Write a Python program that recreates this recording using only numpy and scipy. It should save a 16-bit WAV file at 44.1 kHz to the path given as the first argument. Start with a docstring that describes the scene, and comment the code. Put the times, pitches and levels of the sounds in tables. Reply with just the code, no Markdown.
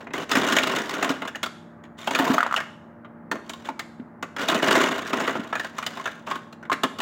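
"""Ice cubes, dug from an ice machine's bin with a plastic scoop, tipped into a crusher's jar, dug again.
Cubes knock and jostle against scoop, bin and each other. Each contact is a noise burst in three bands
(boom, clack, crack) that rings bin, scoop and cube. Damped plastic modes give hollow knocks. As the load
lands, the jar resonates and the sliding ice sizzles. Compressor and fan hum close by, in a small room."""
import sys
import numpy as np
from scipy import signal
from scipy.fft import rfft, irfft, next_fast_len
from scipy.io import wavfile
from scipy.ndimage import uniform_filter1d

SR = 44100
rng = np.random.default_rng(int(sys.argv[2]) if len(sys.argv) > 2 else 0)


def file_out(sig):
    """Save sig as 16-bit WAV at sys.argv[1]."""
    # one column per channel
    cols = np.atleast_2d(sig).T
    # limit, then scale
    lim = np.clip(cols, -1, 1)
    pcm = np.round(lim * 32767).astype(np.int16)
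    wavfile.write(sys.argv[1], SR, pcm)


N = 309141
TIME_S = np.arange(N) / SR
CONTACT_TIME_S = TIME_S[:8192]

# Distinct knocks of cubes and scoop. Each row: start in seconds, relative level in dB, boom share in dB,
# crack share in dB, ring pitch in Hz, rebound delay in seconds (no rebound up to 0.004).
KNOCKS = [ (0.068, -22, -2, -23, 1980, 0.036), (0.134, -13.5, -5, -8, 1960, 0.043),
          (0.292, -18.5, -21, -7, 1900, 0.028), (0.313, -6, -28, -2, 1960, 0.0023),
          (0.352, -4, -7, -6, 1970, 0.016), (0.484, -10.5, -22, -5, 1340, 0),
          (0.522, -8, -9, -4, 1420, 0.01), (0.564, -3, -27, -4.5, 1850, .02),
          (0.632, -8.5, -8, -3.5, 2760, 0.037), (0.76, -16, -20, 2, 1040, 0),
          (0.892, -17, -26, -3, 1050, 0.015), (0.937, -16, -12, -5.5, 1420, 0.011),
          (1.025, -6.5, -11, -8.5, 645, 0.018), (1.091, -10, -4.5, -6.5, 1160, .012),
          (1.218, -13.5, -7, -16, 970, 0.032), (1.274, -18, -22, -7, 1728, 0.0051),
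          (1.354, -18.5, -12, -6, 1870, 0.0012), (1.429, -11, -12, -2, 1360, 0.0051),
          (1.459, -16, -14, -9.5, 1320, 0.0024), (1.836, -35, -24, -11, 3270, 0.014),
          (2.072, -7.5, -9.5, -9.5, 830, 0.035), (2.148, -8.5, -12, -9, 1310, 0.0058),
          (2.187, -8.5, -10, -7.5, 645, .008), (2.337, -16, 6, 4, 1320, 0.0046),
          (2.561, -11, -45, -4.5, 2780, 0.0054), (2.575, -11, -27.5, -14, 1770, .026),
          (3.045, -30, -7.5, -29.5, 1215, 0.0048), (3.313, -10, -3, -8, 940, 0),
          (3.353, -18, 0, -19, 870, 0), (3.493, -19, -8.5, -1, 1030, 0.04), (3.686, -15, -0.5, -18, 890, 0),
          (3.792, -15.5, -21.5, -2.5, 2120, 0), (4.225, -13.5, -5, -10, 1170, 0),
          (4.363, -16, -11, -11, 1710, 0.019), (4.483, -6.5, -9.5, -2.5, 670, 0.014),
          (4.544, -8, 0, -5.5, 570, 0.00091), (4.626, -6.5, 2, -4.5, 640, 0.046),
          (4.707, -4, -6, -7.5, 1050, 0.019), (4.752, -2, -26, -14, 650, 0.0031),
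          (4.811, -8, -20, -8, 1250, 0.022), (4.979, -16, -3.5, -7, 1100, 0.0015),
          (5.13, -6.5, -1.5, -10.5, 886, 0.0037), (5.198, -14, -13, -11, 620, 0.005),
          (5.275, -7.5, -8, -14, 1270, 0.017), (5.351, -10.5, 3, -35, 1320, 0.00068),
          (5.526, -11, -22, -23, 1700, 0.0015), (5.552, -10.5, -32, -13, 1690, 0),
          (5.595, -12.5, -18, -9.5, 1730, 0.049), (5.782, -13, -40, -11, 1160, .043),
          (5.863, -12.5, -31, 4, 2990, 0), (5.97, -19, -11, -12.5, 900, .025),
          (6.055, -11, -26, -14, 1720, 0.016), (6.272, -19.5, -8, -32, 975, 0.0043),
          (6.311, -13.5, -9.5, -11, 1050, 0.043), (6.525, -31, -8, -3, 600, 0.004),
          (6.626, -26.5, -10, -19, 1500, 0.025), (6.715, -6, -12, -17, 1300, 0),
          (6.726, -10.5, -11.5, -5.5, 1700, 0), (6.833, -3, -3.5, -6.5, 1050, 0.0017),
          (6.985, -17, -5, -8, 1260, 0), (7.001, -12.5, -35, -5, 830, 0.022)]
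# Shoves that move the heap. Each row: start, rise, hold and settling T60 in seconds,
# then relative level, boom share and crack share in dB.
SHOVES = [ (0.0, 0.008, 0.012, 0.17, -43.5, 0.5, -10.5), (0.128, 0.019, 0.084, 0.096, -34.5, 0, -6.5),
          (0.283, 0.064, 0.2, 0.79, -26.5, -0.5, -6), (0.658, 0.019, 0.11, 0.5, -27.5, -2.5, -6.5),
          (0.877, 0.064, 0.18, 0.35, -32.5, -1.5, -11), (1.97, 0.025, 0.17, 0.24, -44, -16, -1),
          (2.093, 0.055, 0.022, 0.19, -33.5, 0.5, -1.5), (2.19, 0.029, 0.13, 0.15, -28, -0.5, -7.5),
          (2.355, 0.015, 0.1, 0.17, -31.5, -26, -26), (2.553, 0.023, .04, 0.43, -43.5, -24, -12),
          (3.33, 0.011, .01, 0.28, -52.5, 13, -20), (3.43, 0.03, 0.19, .4, -55, -6, -4),
          (3.636, 0.021, 0.019, 0.13, -40.5, -10, -5), (4.383, 0.015, 0.032, 0.4, -28.5, -4.5, -6.5),
          (4.468, 0.04, 0.044, 0.48, -24.5, -3, -10), (4.6, 0.058, 0.18, 0.8, -22.5, -2, -8),
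          (5.04, .015, 0.063, 0.55, -36, -9, -5.5), (5.094, 0.058, 0.1, 0.99, -30.5, -0.5, -9),
          (5.532, 0.037, .1, 0.24, -46.5, -0.5, -3), (5.739, 0.033, .34, 0.43, -44, -2.5, -5.5),
          (6.259, 0.022, 0.028, 0.34, -36, -10, -7)]
# Boom, clack and crack of a contact. Each row: low edge in Hz, high edge in Hz, base T60 in seconds,
# relative bin reflection in dB.
CONTACT_BANDS = [(45, 674, 0.092, -2.5), (505, 2590, 0.066, 0), (2520, 31000, 0.026, -1)]
# Spectrum of ice on plastic. Each row: frequency in Hz, gain in dB.
ICE_SPECTRUM = [(60, -35), (120, -19), (200, -5.5), (270, -1), (480, -7), (800, -8.5), (1300, -5.5),
                (2300, -13.5), (3300, -13.5), (5000, -23), (7200, -21.5), (9000, -31), (12500, -35),
                (15500, -30.5)]
# Cube ring ranges; a contact draws one pitch from each. Each row: low limit in Hz, high limit in Hz.
CLINK_RANGES = [(900, 2127), (1700, 3940), (3000, 7100)]
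# Bin and scoop resonances. Each row: frequency in Hz, width in Hz, gain in dB.
BIN_MODES = [(267.3, 30, -1.5), (390, 10, -1.5), (644, 30, -1.5), (1071, 27, -6), (1436, 25, 0.5),
             (1890, 66, -8.5), (2880, 83, -0.5), (3628, 61, -6.5), (6780, 160, -12)]
# Hollow knocks on jar, bin and scoop. Each row: start in seconds, peak of the modes in dB, pitch in Hz,
# T60 in seconds.
HOLLOW_KNOCKS = [(0.372, -16.5, 269, 0.072), (0.586, -6, 2360, 0.011), (0.629, -19.5, 2840, .05),
                 (1.102, -15.5, 275, 0.096), (1.349, -24.5, 1770, 0.036), (2.1507, -9.5, 2480, 0.013),
                 (2.197, -15, 276, 0.12), (2.3, -9, 266, 0.092), (2.3814, -6, 1284, .022),
                 (2.4053, -7.5, 1410, 0.019), (2.4288, -7, 1250, 0.015), (2.464, -10.5, 1000, 0.0047),
                 (2.511, -15.5, 1330, 0.021), (2.5248, -11, 1220, 0.01), (2.5413, -8, 1280, .012),
                 (2.564, -15, 2877, 0.019), (3.3148, -19.5, 1814, .032), (3.688, -21, 906, 0.039),
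                 (3.997, -26.5, 250, .095), (4.774, -13.5, 359, 0.053), (5.393, -20, 244, 0.082),
                 (5.527, -21.5, 1313, 0.085), (5.998, -29, 1073, .084), (6.312, -20, 1093, 0.24),
                 (6.698, -13.5, 1073, 0.05)]
# Modes of a hollow knock. Each row: multiple of the pitch, relative level in dB.
PLASTIC_MODES = [(1, 2.5), (1.13, -8.5), (1.381, -12.5), (1.6, -27)]
# Jar resonances, plus a broad bright sizzle of ice sliding in (last row).
# Each row: frequency in Hz, width in Hz, gain in dB.
LANDING_BANDS = [(89.3, 11, -4.5), (704, 16, 10), (910, 140, 3), (14000, 3500, 0)]
# Compressor and fan tones. Each row: frequency in Hz, rms level in dB.
HUM_TONES = [(166.9, -55.5), (209.9, -57.5), (231.5, -49), (296.1, -59.5), (339.1, -58.5), (592.2, -59),
             (694.4, -66.5), (845.2, -64)]
# Fan rush. Each row: frequency in Hz, relative spectral density in dB.
FAN_SPECTRUM = [(25, -30.5), (45, -22.5), (65, -5.5), (100, 4), (160, 4), (320, -0.5), (450, -1),
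                (1300, -5), (1900, -12), (2600, -29.5), (3500, -43), (6000, -49), (15000, -47)]


def cube_knocks(gain_db=15, boom_db=2, crack_db=2, lag_s=0.0006, ring_width_hz=200, ring_db=4.5):
    """Each knock rings at its own pitch, heavy and dull or light and sharp; many rebound once."""
    out = np.zeros(N)
    sounds = contacts(count=2 * len(KNOCKS), t60_scale=1, touch_s=0.003, bin_db=-3, clink_db=4.5)
    for k, (start_s, level_db, boom_share_db, crack_share_db, ring_hz, rebound_s) in enumerate(KNOCKS):
        shares = from_db([boom_share_db + boom_db, 0, crack_share_db + crack_db])
        for bounce in range(2 if rebound_s > 0.004 else 1):
            bands = sounds[2 * k + bounce]
            bands = bands + resonances(bands, [(ring_hz, ring_width_hz, ring_db)])
            knock = unit_energy(shares @ unit_energy(bands))
            gain = from_db(level_db + gain_db - 4 * bounce)   # rebound 4 dB weaker
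            add(out, start_s + lag_s + bounce * rebound_s, gain * knock)
    return out


def jostling_heap(spread_db=2.5, band_spread_db=5, levelling_s=0.045):
    """Cubes jostle in a stream of uneven contacts whose strength follows the shoves."""
    sounds = contacts(count=96, t60_scale=0.9, touch_s=0.0033, bin_db=-18.5, clink_db=6.5)
    stream = np.zeros((len(CONTACT_BANDS), N))
    starts_s = rng.uniform(0, N / SR, size=3500)   # about 500 per second
    strengths = np.minimum(rng.standard_normal((len(starts_s), len(CONTACT_BANDS) + 1)), 2)
    for k, (start_s, strength) in enumerate(zip(starts_s, strengths)):
        gains = from_db(spread_db * strength[0] + band_spread_db * strength[1:])
        add(stream, start_s, gains[:, None] * sounds[k % len(sounds)])
    running_power = np.abs(uniform_filter1d(stream ** 2, int(levelling_s * SR)))
    stream /= np.sqrt(running_power + 1e-12)
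    return from_db([0, -0.5, -0.5]) @ (stream * shove_envelopes())


def shove_envelopes():
    """Heap amplitude per band: each shove rises, holds and dies away as the cubes settle."""
    power = 0
    for start_s, rise_s, hold_s, t60_s, level_db, boom_db, crack_db in SHOVES:
        rise = np.clip((TIME_S - start_s) / rise_s, 0, 1)
        settling = decay(np.maximum(TIME_S - start_s - rise_s - hold_s, 0), t60_s)
        gains = from_db([level_db + boom_db, level_db, level_db + crack_db])
        power = power + np.outer(gains, rise * settling) ** 2
    return np.sqrt(power)


def contacts(count, t60_scale, touch_s, bin_db, clink_db, bin_t60_s=0.089, rise_s=0.0011, clink_q=20):
    """Faces chatter while touching, crowded modes die fast, the bin reflects. Shape: count, band, time."""
    t, bands = CONTACT_TIME_S, []
    noise = rng.standard_normal((count, len(CONTACT_BANDS), len(t)))
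    attack = 1 - np.exp(-t / rise_s)
    for k, (low_hz, high_hz, t60_s, reflection_db) in enumerate(CONTACT_BANDS):
        direct = decay(np.maximum(t - touch_s, 0), t60_s * t60_scale)
        reflected = from_db(bin_db + reflection_db) * decay(t, bin_t60_s)
        bands.append(bandpass(noise[:, k] * (direct + reflected) * attack, low_hz, high_hz))
    sounds = colour(np.stack(bands, axis=1), ICE_SPECTRUM)
    sounds = sounds + resonances(sounds, BIN_MODES)
    # Cubes differ in size and in how they are held, so no two clink alike.
    clinks_hz = np.exp(rng.uniform(*np.log(CLINK_RANGES).T, (count, len(CLINK_RANGES))))
    for sound, pitches_hz in zip(sounds, clinks_hz):
        sound += resonances(sound, [(hz, hz / clink_q, clink_db) for hz in pitches_hz])
    return unit_energy(sounds)


def hollow_knocks(rise_cycles=0.5, scatter_db=-15, echo_db=-13, typical_echo_s=0.0097):
    """Damped plastic modes, a scatter of weaker ones and a reflection off the machine's wall."""
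    out, t = np.zeros(N), CONTACT_TIME_S
    sounds = contacts(count=len(HOLLOW_KNOCKS), t60_scale=0.89, touch_s=0.0031, bin_db=-45, clink_db=-7.5)
    for (start_s, peak_db, pitch_hz, t60_s), bands in zip(HOLLOW_KNOCKS, sounds):
        modes = sum(from_db(db) * np.sin(2 * np.pi * ratio * pitch_hz * t) for ratio, db in PLASTIC_MODES)
        attack = 1 - np.exp(-t * pitch_hz / rise_cycles)
        modes = bandpass(modes * decay(t, t60_s) * attack, pitch_hz / 3, 17000)
        scatter = bandpass(from_db([-14, 0, -3]) @ bands, 100, 13 * pitch_hz)   # low thumps lack treble
        scatter *= from_db(scatter_db) / np.abs(scatter).max()
        knock = from_db(peak_db) * (modes / np.abs(modes).max() + scatter)
        add(out, start_s, knock)
        add(out, start_s + typical_echo_s * rng.uniform(0.83, 1.2), from_db(echo_db) * knock)
    return out


def load_landing(ice, start_s=2.18, end_s=2.39):
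    """Jar resonances, plus a broad bright sizzle of ice sliding in as the load lands."""
    landing = (TIME_S > start_s) & (TIME_S < end_s)
    return resonances(ice * landing, LANDING_BANDS)


def machine_hum(fan_rms_db=-50, waver=0.15):
    """Slightly wavering motor tones over the rush of the fan."""
    rush = colour(rng.standard_normal(N), FAN_SPECTRUM)
    out = from_db(fan_rms_db) * rush / np.sqrt(np.mean(rush ** 2))
    knots_s = np.linspace(0, N / SR, num=40)
    for hz, rms_db in HUM_TONES:
        drifts = waver * rng.standard_normal((2, len(knots_s)))
        swell, sway_rad = [np.interp(TIME_S, knots_s, drift) for drift in drifts]
        phase_rad = 2 * np.pi * (hz * TIME_S + rng.random()) + sway_rad
        out += np.sqrt(2) * from_db(rms_db) * (1 + swell) * np.sin(phase_rad)
    return out


def room_reverb(x, low_t60_s=0.51, treble_t60_s=0.56, split_hz=3500, treble_db=-1, build_s=0.0037):
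    """A diffuse two-band tail that builds up over the first reflections."""
    t, noise = TIME_S[:SR], rng.standard_normal((2, SR))
    low = bandpass(noise[0], 160, split_hz) * decay(t, low_t60_s)
    treble = from_db(treble_db) * bandpass(noise[1], split_hz, 12450) * decay(t, treble_t60_s)
    tail = (low + treble) * (1 - np.exp(-t / build_s))
    return signal.fftconvolve(x, unit_energy(tail))[:N]


def resonances(x, bands):
    """Parallel two-pole band-passes."""
    out = 0
    for hz, width_hz, gain_db in bands:
        r = np.exp(-np.pi * width_hz / SR)   # pole radius
        numerator = [(1 - r * r) / 2, 0, (r * r - 1) / 2]
        denominator = [1, -2 * r * np.cos(2 * np.pi * hz / SR), r * r]
        out = out + from_db(gain_db) * signal.lfilter(numerator, denominator, x)
    return out


def colour(x, spectrum):
    """Minimum-phase filter through (Hz, dB) points; no pre-ringing."""
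    size = next_fast_len(x.shape[-1]) * 2
    hz, db = np.transpose(spectrum)
    grid_hz = np.arange(size // 2 + 1) * SR / size
    gain = from_db(np.interp(np.log(grid_hz + 1), np.log(hz), db))
    cepstrum = irfft(np.log(gain))
    cepstrum[1:size // 2] *= 2
    cepstrum[size // 2 + 1:] = 0
    return irfft(rfft(x, size) * np.exp(rfft(cepstrum)))[..., :x.shape[-1]]


def bandpass(x, low_hz, high_hz):
    """Causal band-pass."""
    edges_hz = [max(low_hz, 10), min(high_hz, 0.45 * SR)]
    return signal.sosfilt(signal.butter(3, edges_hz, "band", fs=SR, output="sos"), x)


def decay(t, t60_s):
    """Envelope falling 60 dB in t60_s."""
    return np.exp(-np.log(1000) * t / t60_s)


def from_db(db):
    """Decibels to gain."""
    return 10 ** (np.asarray(db) / 20)


def unit_energy(x):
    """Scale to energy 1 along time."""
    return x / np.linalg.norm(x, axis=-1, keepdims=True)


def add(out, start_s, sound):
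    """Mix a sound in at start_s."""
    at = int(np.clip(start_s * SR, 0, N - 1))
    out[..., at:at + sound.shape[-1]] += sound[..., :N - at]


def scene(room_db=-15):
    """Close ice, jar, room and machine; mono."""
    ice = cube_knocks() + hollow_knocks() + jostling_heap()
    ice = ice + load_landing(ice)
    return (ice + from_db(room_db) * room_reverb(ice) + machine_hum())[None]


def record(dry):
    """Steep low-pass at 15.8 kHz."""
    return signal.sosfilt(signal.ellip(10, 0.2, 80, 15800, fs=SR, output="sos"), dry)


dry = scene()
out = record(dry)
file_out(out)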